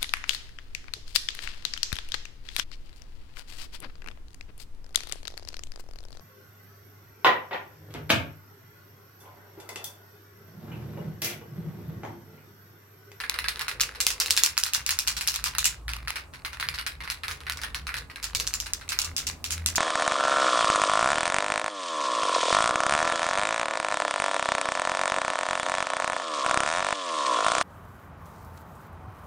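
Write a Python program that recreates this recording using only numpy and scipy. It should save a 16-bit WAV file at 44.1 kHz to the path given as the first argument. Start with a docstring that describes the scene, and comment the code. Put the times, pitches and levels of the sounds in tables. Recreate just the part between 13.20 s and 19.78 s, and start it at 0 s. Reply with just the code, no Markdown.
"""Shaking a spray paint can

A spray can is shaken by hand in a brick-walled yard. Its mixing ball knocks dully on the side wall, cracks
brightly on the steel ends and skitters in between: short clicks and noise, coloured by the can's resonances.
Paint sloshes as swelling filtered noise, and the yard answers with scattered echoes and a fading tail.
Underneath are a distant engine (wavering sines), low rumble, open-air noise and a car coming nearer.
"""
import sys
import numpy as np
from scipy import signal
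from scipy.fft import rfft, irfft
from scipy.io import wavfile
from scipy.ndimage import uniform_filter1d

SR = 44100
rng = np.random.default_rng(int(sys.argv[2]) if len(sys.argv) > 2 else 0)


def wrap_up_sound(samples):
    """Save the sound to the file named by the first command line argument, as 16-bit audio."""
    columns = np.atleast_2d(samples).T
    # keep every value between -1 and 1, then stretch to whole-number steps
    tamed = np.clip(columns, -1, 1)
    steps = np.round(tamed * 32767).astype(np.int16)
    wavfile.write(sys.argv[1], SR, steps)


N = 290045
BLOW_SIZE = 16384  # samples of sound made for one blow

# Blows of the ball: t/s, relative energy level/dB, contact (0 side wall .. 1 steel end),
# squareness (0 glancing .. 1 head-on)
BALL_BLOWS = [(0.002, -2.6, 0.29, 0.25), (0.0373, -3.5, 0.0, 0.28), (0.0966, 4, 0.37, 0.91),
              (0.1416, -3, 0.18, 0.34), (0.1885, 2.9, 0.18, 0.68), (0.2428, -2, 0.065, 0.34),
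              (0.2844, 5.5, 0.32, 0.56), (0.3587, -9.5, 0.38, 0.75), (0.394, -2.5, 0.32, 0.53),
              (0.411, 0, 0.26, 0.29), (0.4819, 2.5, 0.29, 0.3), (0.5143, -7, 0.34, 0.64),
              (0.5985, -2, 0.32, 0.57), (0.6072, 7, 0.61, 0.47), (0.6121, 7.8, 0.83, 0.82),
              (0.6342, -1, 0.62, 0.79), (0.6916, -11, 0.0, 1), (0.7496, -10, 0.31, 0.13),
              (0.8035, 8, 0.72, 0.27), (0.8667, 11.5, 0.67, 0.69), (0.9044, 3, 0.68, 0.33),
              (1.0008, 8, 0.72, 0.37), (1.0115, 3, 0.56, 0.33), (1.0604, 0.5, 0.62, 0.55),
              (1.107, 12, 0.73, 0.65), (1.166, 5, 0.72, 0.3), (1.1756, 10, 0.58, 0.46),
              (1.2356, 14, 0.75, 0.66), (1.2618, 7, 0.73, 0.75), (1.3693, -8, 0.32, 0.45),
              (1.3778, 9.5, 0.71, 0.7), (1.4365, 7.5, 0.73, 0.79), (1.4642, 0.3, 0.58, 0.37),
              (1.5352, 7, 0.8, 0.33), (1.5483, 6, 0.54, 0.58), (1.6637, 4, 0.76, 0.54),
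              (1.692, 5, 0.4, 0.68), (1.707, 6, 0.68, 0.34), (1.7894, 7.5, 0.71, 0.58),
              (1.875, 9, 0.66, 0.21), (1.9669, 1, 0.61, 0.11), (2.0101, 1.5, 0.56, 0.31),
              (2.075, 9.5, 0.65, 0.24), (2.1411, 1, 0.65, 0.28), (2.1603, 0.5, 0.64, 0.65),
              (2.241, 4.5, 0.7, 0.48), (2.2578, 3, 0.51, 0.081), (2.3505, -4, 0.064, 0.61),
              (2.3838, 8, 0.63, 0.44), (2.4436, 7, 0.92, 0.36), (2.4555, 9.5, 0.65, 0.38),
              (2.6813, -4, 0, 0.46), (2.6917, -4.5, 0.4, 0.28), (2.735, -3.5, 0.38, 0.82),
              (2.7663, -11.5, 0.27, 0.9), (2.875, -4.5, 0.0, 0.56), (2.881, -1.5, 0.37, 0.38),
              (2.905, -2.5, 0.47, 0.98), (2.9581, -0.5, 0.23, 0.15), (3.1371, -11.5, 0.31, 0.18),
              (3.2492, -0.5, 0.27, 0.27), (3.331, -8, 0.32, 0.22), (3.3991, -0.5, 0.31, 0.25),
              (3.4271, 0, 0.044, 0.49), (3.4876, 2.3, 0.24, 0.81), (3.5408, -4, 0.39, 0.1),
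              (3.587, -0.3, 0.19, 0.25), (3.665, 1.9, 0.33, 0.23), (3.8052, -7.5, 0.0065, 0.22),
              (3.8368, -9, 0.34, 0.18), (3.8762, -6, 0, 0.52), (3.901, 2, 0.42, 0.43),
              (4.035, -1.7, 0.12, 0.19), (4.0819, -1, 0.29, 0.37), (4.1118, -4, 0.47, 0.28),
              (4.205, -14.5, 0.4, 0.36), (4.2673, -4, 0.0, 0.21), (4.2977, 1, 0.27, 0.67),
              (4.322, -6, 0.59, 0.69), (4.3725, -9.5, 0.6, 0.42), (4.4161, -7.5, 0.44, 0.32),
              (4.4349, -0.7, 0.18, 0.27), (4.5461, 0, 0.39, 0.38), (4.6688, -3.3, 0.3, 0.38),
              (4.6915, -3, 0, 0.38), (4.7416, -0.9, 0.13, 0.39), (4.7682, -3.5, 0.47, 0.2),
              (4.899, -12, 0.2, 0.2), (4.959, -9, 0.38, 0.51), (5.028, -3.5, 0.7, 0.1),
              (5.042, 0.2, 0.79, 0.51), (5.1494, 6, 0.82, 0.37), (5.1997, 3.5, 0.69, 0.46),
              (5.269, -1.5, 1, 0.36), (5.275, 1.5, 0.92, 0.89), (5.339, 4, 0.9, 0.53),
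              (5.4016, 0.4, 0.9, 0.51), (5.4601, -5.5, 0.52, 0.1), (5.5349, 3.5, 0.9, 0.85),
              (5.612, -13, 0.29, 0.18), (5.6907, 1, 0.8, 0.26), (5.7207, 1.7, 0.41, 0.31),
              (5.789, 7.5, 0.69, 0.67), (5.8173, 1.5, 0.88, 0.69), (5.846, -1.2, 0.85, 0.31),
              (5.9652, 3, 0.93, 0.43), (5.9801, 2, 0.74, 0.39), (6.0684, 3.6, 0.86, 0.15),
              (6.242, 0.7, 0.75, 0.37), (6.3067, 1, 0.9, 0.31), (6.322, 1.3, 0.78, 0.3),
              (6.4615, 8.5, 0.87, 0.62), (6.487, -2.5, 0.63, 0.74), (6.5574, 7.5, 1, 0.24)]


def undb(db):
    """Turn decibels into a gain."""
    return 10 ** (np.asarray(db) / 20)


def curve(table, column=1):
    """Read one column of a time table at every sample, with straight lines between the rows."""
    rows = np.array(table)
    return np.interp(np.arange(N) / SR, rows[:, 0], rows[:, column])


def spectrum(points, hz):
    """Read the decibels of a (f/Hz, level/dB) table at the given frequencies."""
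    f, db = np.transpose(points)
    return np.interp(np.log(hz + 1), np.log(f), db)


def unit(x):
    """Scale each channel to an energy of one."""
    return x / np.sqrt(np.sum(x ** 2, axis=-1, keepdims=True))


def noise(points):
    """Make noise of rms 1, coloured by a spectrum table."""
    gain = undb(spectrum(points, np.fft.rfftfreq(N, 1 / SR)))
    coloured = irfft(rfft(rng.standard_normal(N)) * gain, N)
    return unit(coloured) * np.sqrt(N)


def wide(points, side_db):
    """Coloured stereo noise: a shared part plus a part of opposite sign left and right."""
    middle = noise(points)
    side = noise(points) * np.array([[1], [-1]])
    return middle + undb(side_db) * side


def walk(rate):
    """Smooth random wandering with a spread of one; rate is new random values per second."""
    step = int(SR / rate)
    steps = np.repeat(rng.standard_normal(N // step + 1), step)
    smooth = uniform_filter1d(steps, step)[:N]
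    return smooth / smooth.std()


def causal(db):
    """Make a frequency response with this gain whose energy comes as early as it can."""
    cepstrum = irfft(np.log(undb(db)))
    half = len(cepstrum) // 2
    cepstrum[1:half] *= 2
    cepstrum[half + 1:] = 0
    return np.exp(rfft(cepstrum))


def mode(t, hz, t60):
    """Ringing modes: sines that fall by 60 dB in t60 seconds, one row for each frequency."""
    phase = (2 * np.pi * np.reshape(hz, (-1, 1)) * t).astype(np.float32)
    return np.sin(phase) * np.exp(-np.log(1000) * t / t60)


def add(out, s, sound):
    """Mix a sound in at time s, in seconds."""
    start = int(np.clip(s * SR, 0, N - 1))
    out[:, start:start + sound.shape[1]] += sound[:, :N - start]


def slosh(surge_db=3, surge_rate=14, db=-3, rise_s=0.029, fall_s=0.073):
    """Paint and propellant surge inside the can; each swirl rises, holds and settles."""
    # swirls of the paint: start t/s, length/s, level/dB before the overall gain and surging
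    swirls = [(0, 1.25, -53.5), (3.4, 1.5, -62), (5.15, 0.055, -49.5)]
    # sound of the hollow can: f/Hz, level/dB
    hollow = [(120, -28), (230, -8), (330, -2.0), (460, 7.0), (650, -5), (2000, -11), (8000, -37)]
    flow = np.zeros(N)
    for s, length, swirl_db in swirls:
        envelope = curve([(s - rise_s, 0), (s, 1), (s + length, 1), (s + length + fall_s, 0)])
        flow += undb(swirl_db) * envelope
    surge = undb(surge_db * walk(surge_rate) + db)
    return wide(hollow, side_db=-17.0) * flow * surge


def street(rumble_db=-30, rumble_follows=.43, air_db=-58, wander=0.0298, waver_db=3.5,
           overtone_db=-14, surge_db=5.5):
    """One wavering engine note, a rumble that swells with it and the soft noise of open air."""
    # distant engine speeding up and easing off: t/s, central firing rate f/Hz, central level/dB
    engine_course = [(0, 68.9, -51), (1.5, 45, -55), (2.2, 55, -44), (2.9, 58.8, -43.5), (3.1, 65.9, -61),
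                     (3.68, 71.9, -44), (4.0, 79.14, -50.5), (4.65, 65.1, -41), (4.9, 52.1, -54),
                     (5.25, 46.8, -39), (5.6, 46, -54.5)]
    # colour of the low rumble: f/Hz, relative level/dB
    rumble_colour = [(22, -51), (32, -24), (48, -0.5), (65, 0.5), (95, -14.5), (125, -9), (190, -20),
                     (2000, -81)]
    # colour of the open air: f/Hz, relative level/dB
    air_colour = [(60, 4), (170, -2), (260, 5.5), (600, 1.5), (1200, 3.5), (3000, -27), (8000, -13.5),
                  (16000, -24.5)]

    load_db = curve(engine_course, 2)
    firing_hz = curve(engine_course) * (1 + wander * walk(14))
    phase = 2 * np.pi * np.cumsum(firing_hz) / SR
    note = np.sin(phase) + undb(overtone_db) * np.sin(2 * phase)
    engine = note * undb(load_db + waver_db * walk(8))

    # tanh keeps the random swells within surge_db
    swell_db = rumble_db + rumble_follows * load_db + surge_db * np.tanh(walk(9))
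    rumble = wide(rumble_colour, side_db=-18.0) * undb(swell_db)
    air = wide(air_colour, side_db=-4.0) * undb(air_db + walk(3.05))
    return engine + rumble + air


def can_colour(hz, contact, bright, low_hz=420):
    """Response of the can between side wall and steel end; so small a body radiates little bass."""
    # can struck on its side wall: f/Hz, level/dB
    wall_colour = [(400.0, -17), (700.0, -15.5), (1000.0, -5), (1400.0, -0.5), (2000.0, 1.5), (2650.0, -5),
                   (3300.0, -13.0), (4100.0, -7), (5400.0, -17.5), (7200.0, -29.5), (8600.0, -24.5),
                   (10500.0, -15.5), (12500.0, -28), (15000.0, -28)]
    # can struck on a domed end: f/Hz, level/dB
    dome_colour = [(400.0, -32), (700.0, -22), (1000.0, -14), (1400.0, -13.5), (2000.0, -18), (2650.0, -6),
                   (3300.0, -6), (4100.0, -3), (5400.0, 2), (7200.0, 3), (8600.0, -6), (10500.0, -10.5),
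                   (12500.0, -10.5), (15000.0, -17)]
    db = (1 - contact) * spectrum(wall_colour, hz) + contact * spectrum(dome_colour, hz)
    # bright is a tilt in dB per octave around 4 kHz
    octaves = np.log2(np.maximum(hz, 500) / 4000)
    bass_loss_db = 10 * np.log10(1 + (low_hz / (hz + 1)) ** 4)
    return causal(db + bright * octaves - bass_loss_db)


def spot(hz, ripple_db=2, spacing_hz=450):
    """Each spot on the can favours its own resonances: a random ripple over the spectrum."""
    knots_hz = np.arange(200) * spacing_hz
    ripple = np.interp(hz, knots_hz, rng.standard_normal(len(knots_hz)))
    return causal(ripple_db * ripple)


def blow_shape(db, square, bright_db=0.4, bright_per_db=0.15, square_bright_db=1):
    """A square hit mostly cracks, a glancing one mostly rings; hard, square hits are brighter."""
    square = np.clip(square, .03, .97)
    bright = bright_db + bright_per_db * db + square_bright_db * (square - .5)
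    crack_gain = undb(db) * np.sqrt(square)
    ring_gain = undb(db) * np.sqrt(1 - square)
    return bright, crack_gain, ring_gain


def crack(t, buzz_db=1, apart_db=-6):
    """The contact: a sharp tick and a brief buzz of sheet steel, slightly different left and right."""
    buzz_s = .0008
    chance = rng.standard_normal((3, len(t)))
    buzz = unit((chance[0] + undb(apart_db) * chance[1:]) * np.exp(-t / buzz_s))
    tick = t == 0
    return tick + undb(buzz_db) * buzz


def scatter(t, rise_s=0.0027, fall_s=0.024, slap_db=-13, shared=0.35, lump_db=3):
    """Lumpy early echoes from window, bricks and fence, with two slaps from the wall and the ground."""
    chance = rng.standard_normal((3, len(t)))
    knots_s = np.arange(0, t[-1], .0017)
    lumps = undb(lump_db * np.interp(t, knots_s, rng.standard_normal(len(knots_s))))
    envelope = (1 - np.exp(-t / rise_s)) * np.exp(-t / fall_s)
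    spray = unit((shared * chance[0] + chance[1:]) * lumps * envelope)
    # the two slap delays shift a little from blow to blow
    for path_s in np.array([.0072, .0125]) + .001 * rng.standard_normal(2):
        spray[:, int(abs(path_s) * SR)] += undb(slap_db)
    return spray


def shell(t, t60=0.15):
    """The shell rings on; shifting paint detunes its modes, the low ones most, with new weights each blow."""
    # ringing modes of the steel shell before detuning: f/Hz
    shell_modes = [1332, 1680, 2047, 2463, 2790, 3454, 4410, 4870, 5510, 7100, 7430, 8370, 8900]
    hz = np.array(shell_modes)
    detune = .016 * (1 + (2200 / hz) ** 3)
    detuned_hz = hz * (1 + detune * rng.standard_normal(len(hz)))
    weights = rng.standard_normal((2, len(hz)))
    return weights @ mode(t, detuned_hz, t60)


def blows(wall_ring_db=-6, dome_ring_db=-8, echo_db=-1.0, direct_db=0, wall_tilt_db=0.94,
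          dome_tilt_db=-1.0, crack_blend=0.14, crack_bright_db=0.22, crack_low_hz=800):
    """Every blow of the ball: the crack, its near echoes and the ring of the shell."""
    # where the hand holds the can: t/s, lag of the left microphone behind the right/ms
    hand_place = [(.6, -0.056), (1.45, 0.062), (2.9, 0.082), (4.9, -0.028), (5.75, 0.13), (6.5, 0.095)]
    out = np.zeros((2, N))
    t, hz = np.arange(BLOW_SIZE) / SR, np.fft.rfftfreq(BLOW_SIZE, 1 / SR)
    for s, db, contact, square in BALL_BLOWS:
        contact = np.clip(contact, 0, 1)
        bright, crack_gain, ring_gain = blow_shape(db, square)
        colour = can_colour(hz, contact, bright) * spot(hz)

        # delay each side by 0.2 ms plus or minus half the lag
        lag_s = np.interp(s, *np.transpose(hand_place)) / 1000
        delay_s = .0002 + np.array([[lag_s], [-lag_s]]) / 2
        ports = np.exp(-2j * np.pi * hz * delay_s)

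        # the first crack shakes wall and ends alike, so its contact moves towards halfway
        blend = contact + crack_blend * (.5 - contact)
        crack_colour = can_colour(hz, blend, bright + crack_bright_db, crack_low_hz) * spot(hz)
        direct = unit(irfft(rfft(crack(t)) * crack_colour * ports))

        # tilt echoes and ring a little: brighter for the side wall, duller for the ends
        tilt_db = wall_tilt_db + contact * (dome_tilt_db - wall_tilt_db)
        lasting = colour * undb(tilt_db * np.log2(1 + hz / 1000))
        echoes = unit(irfft(rfft(scatter(t)) * lasting))
        ring_db = wall_ring_db + contact * (dome_ring_db - wall_ring_db)
        ring = undb(ring_db) * unit(irfft(rfft(shell(t)) * lasting))

        after = undb(echo_db) * echoes + ring
        add(out, s, crack_gain * undb(direct_db) * direct + ring_gain * after)
    return out


def yard(x, db, low_t60=0.3, high_t60=0.074, treble_db=-7, rise_s=0.0071):
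    """The late, faint reverberation between the houses; its treble dies first."""
    t = np.arange(SR // 2) / SR
    low_pass = signal.butter(2, 3500, fs=SR, output="sos")
    high_pass = signal.butter(2, 3500, "high", fs=SR, output="sos")
    low = signal.sosfilt(low_pass, rng.standard_normal((2, len(t))))
    high = signal.sosfilt(high_pass, rng.standard_normal((2, len(t))))
    low_tail = low * np.exp(-np.log(1000) * t / low_t60)
    high_tail = undb(treble_db) * high * np.exp(-np.log(1000) * t / high_t60)
    tail = unit((low_tail + high_tail) * (1 - np.exp(-t / rise_s)))
    return undb(db) * signal.fftconvolve(x, tail, axes=1)[:, :N]


def skitter(db=-22, spread_db=4.5, flight_s=.016, loss_db=1.53, contact=0.065, bright_db=-0.5,
            force=0.36, echo_db=-8, low_hz=600, count=5):
    """After a blow the ball skitters along the side wall in small dull hops, weakening on average."""
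    out = np.zeros((2, N))
    size = BLOW_SIZE // 4
    t, hz = np.arange(size) / SR, np.fft.rfftfreq(size, 1 / SR)
    colour = can_colour(hz, contact, bright_db, low_hz)
    for s, blow_db, *_ in BALL_BLOWS:
        source = crack(t) + undb(echo_db) * scatter(t)
        tap = unit(irfft(rfft(source) * colour * spot(hz)))
        landings = s + flight_s * np.cumsum(rng.uniform(.3, 1.7, count))
        for hop, landing in enumerate(landings):
            # force is the share of the blow's decibels passed on to its hops
            hop_db = db + force * blow_db - loss_db * hop + spread_db * rng.standard_normal()
            add(out, landing, tap * undb(hop_db))
    return out


def singing(t60=0.14, spread=0.0395, count=12):
    """Some blows make the can sing: a tight cluster of beating modes around one pitch."""
    # singing blows: t/s, central pitch f/Hz, energy level/dB
    singing_blows = [(.038, 1639, -8.5), (.243, 1680, -6.5), (2.444, 2790, -1.5), (2.456, 7150, 2.5),
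                     (2.456, 7580, 3.5), (4.435, 1850, -10), (4.959, 1700, -15), (5.15, 2210, -9.5)]
    out, t = np.zeros((2, N)), np.arange(BLOW_SIZE) / SR
    for s, hz, db in singing_blows:
        cluster = mode(t, hz * (1 + spread * rng.standard_normal(count)), t60)
        # shared weights plus smaller weights of each side's own
        weights = rng.standard_normal(count) + .5 * rng.standard_normal((2, count))
        add(out, s, undb(db) * unit(weights @ cluster))
    return out


def grazes(db=-23, lead_s=0.0051, share=.35, bright_db=0):
    """Before a blow the ball may brush the wall a few milliseconds early, more often near a steel end."""
    out = np.zeros((2, N))
    size = BLOW_SIZE // 4
    t, hz = np.arange(size) / SR, np.fft.rfftfreq(size, 1 / SR)
    for s, blow_db, contact, _ in BALL_BLOWS:
        brush = unit(irfft(rfft(crack(t)) * can_colour(hz, contact / 2, bright_db)))
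        start_s = s - lead_s * rng.uniform(.5, 1.5)
        happens = rng.random() < share * contact
        add(out, start_s, brush * happens * undb(blow_db + db))
    return out


def car(drone_hz=80.3, drone_db=8.5, overtone_db=-17, wander=0.0348, waver_db=5.5):
    """A car comes nearer: its tyre noise and wavering exhaust drone swell together."""
    # approaching car: t/s, shared level/dB before each part's own gain
    approach = [(0, -70), (4.8, -64), (5.5, -57.5), (6.5, -50.5)]
    # colour of tyres on the road: f/Hz, relative level/dB
    road = [(100, -3.5), (200, -11.5), (255, -1), (310, -9.5), (700, -13.5), (4000, -36)]
    tyres = wide(road, side_db=-9.0) * undb(2 * walk(8.8))
    phase = 2 * np.pi * np.cumsum(drone_hz * (1 + wander * walk(14))) / SR
    note = np.sin(phase) + undb(overtone_db) * np.sin(2 * phase)
    drone = note * undb(drone_db + waver_db * walk(14))
    return (tyres + drone) * undb(curve(approach))


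def scene():
    """The rattling can, slightly louder on the right, in the yard over the street."""
    can = blows() + grazes() + singing() + skitter() + slosh()
    can = can * undb(np.array([[-.3], [.3]]))
    return can + yard(can, db=-18.0) + street() + car()


def record(dry):
    """The sound clips at full scale, then a steep low-pass filter cuts the treble above 16 kHz."""
    top_hz = 16000
    clipped = np.clip(dry, -1, 1)
    low_pass = signal.ellip(10, .1, 70, top_hz, fs=SR, output="sos")
    return signal.sosfilt(low_pass, clipped)


dry = scene()
out = record(dry)
wrap_up_sound(out)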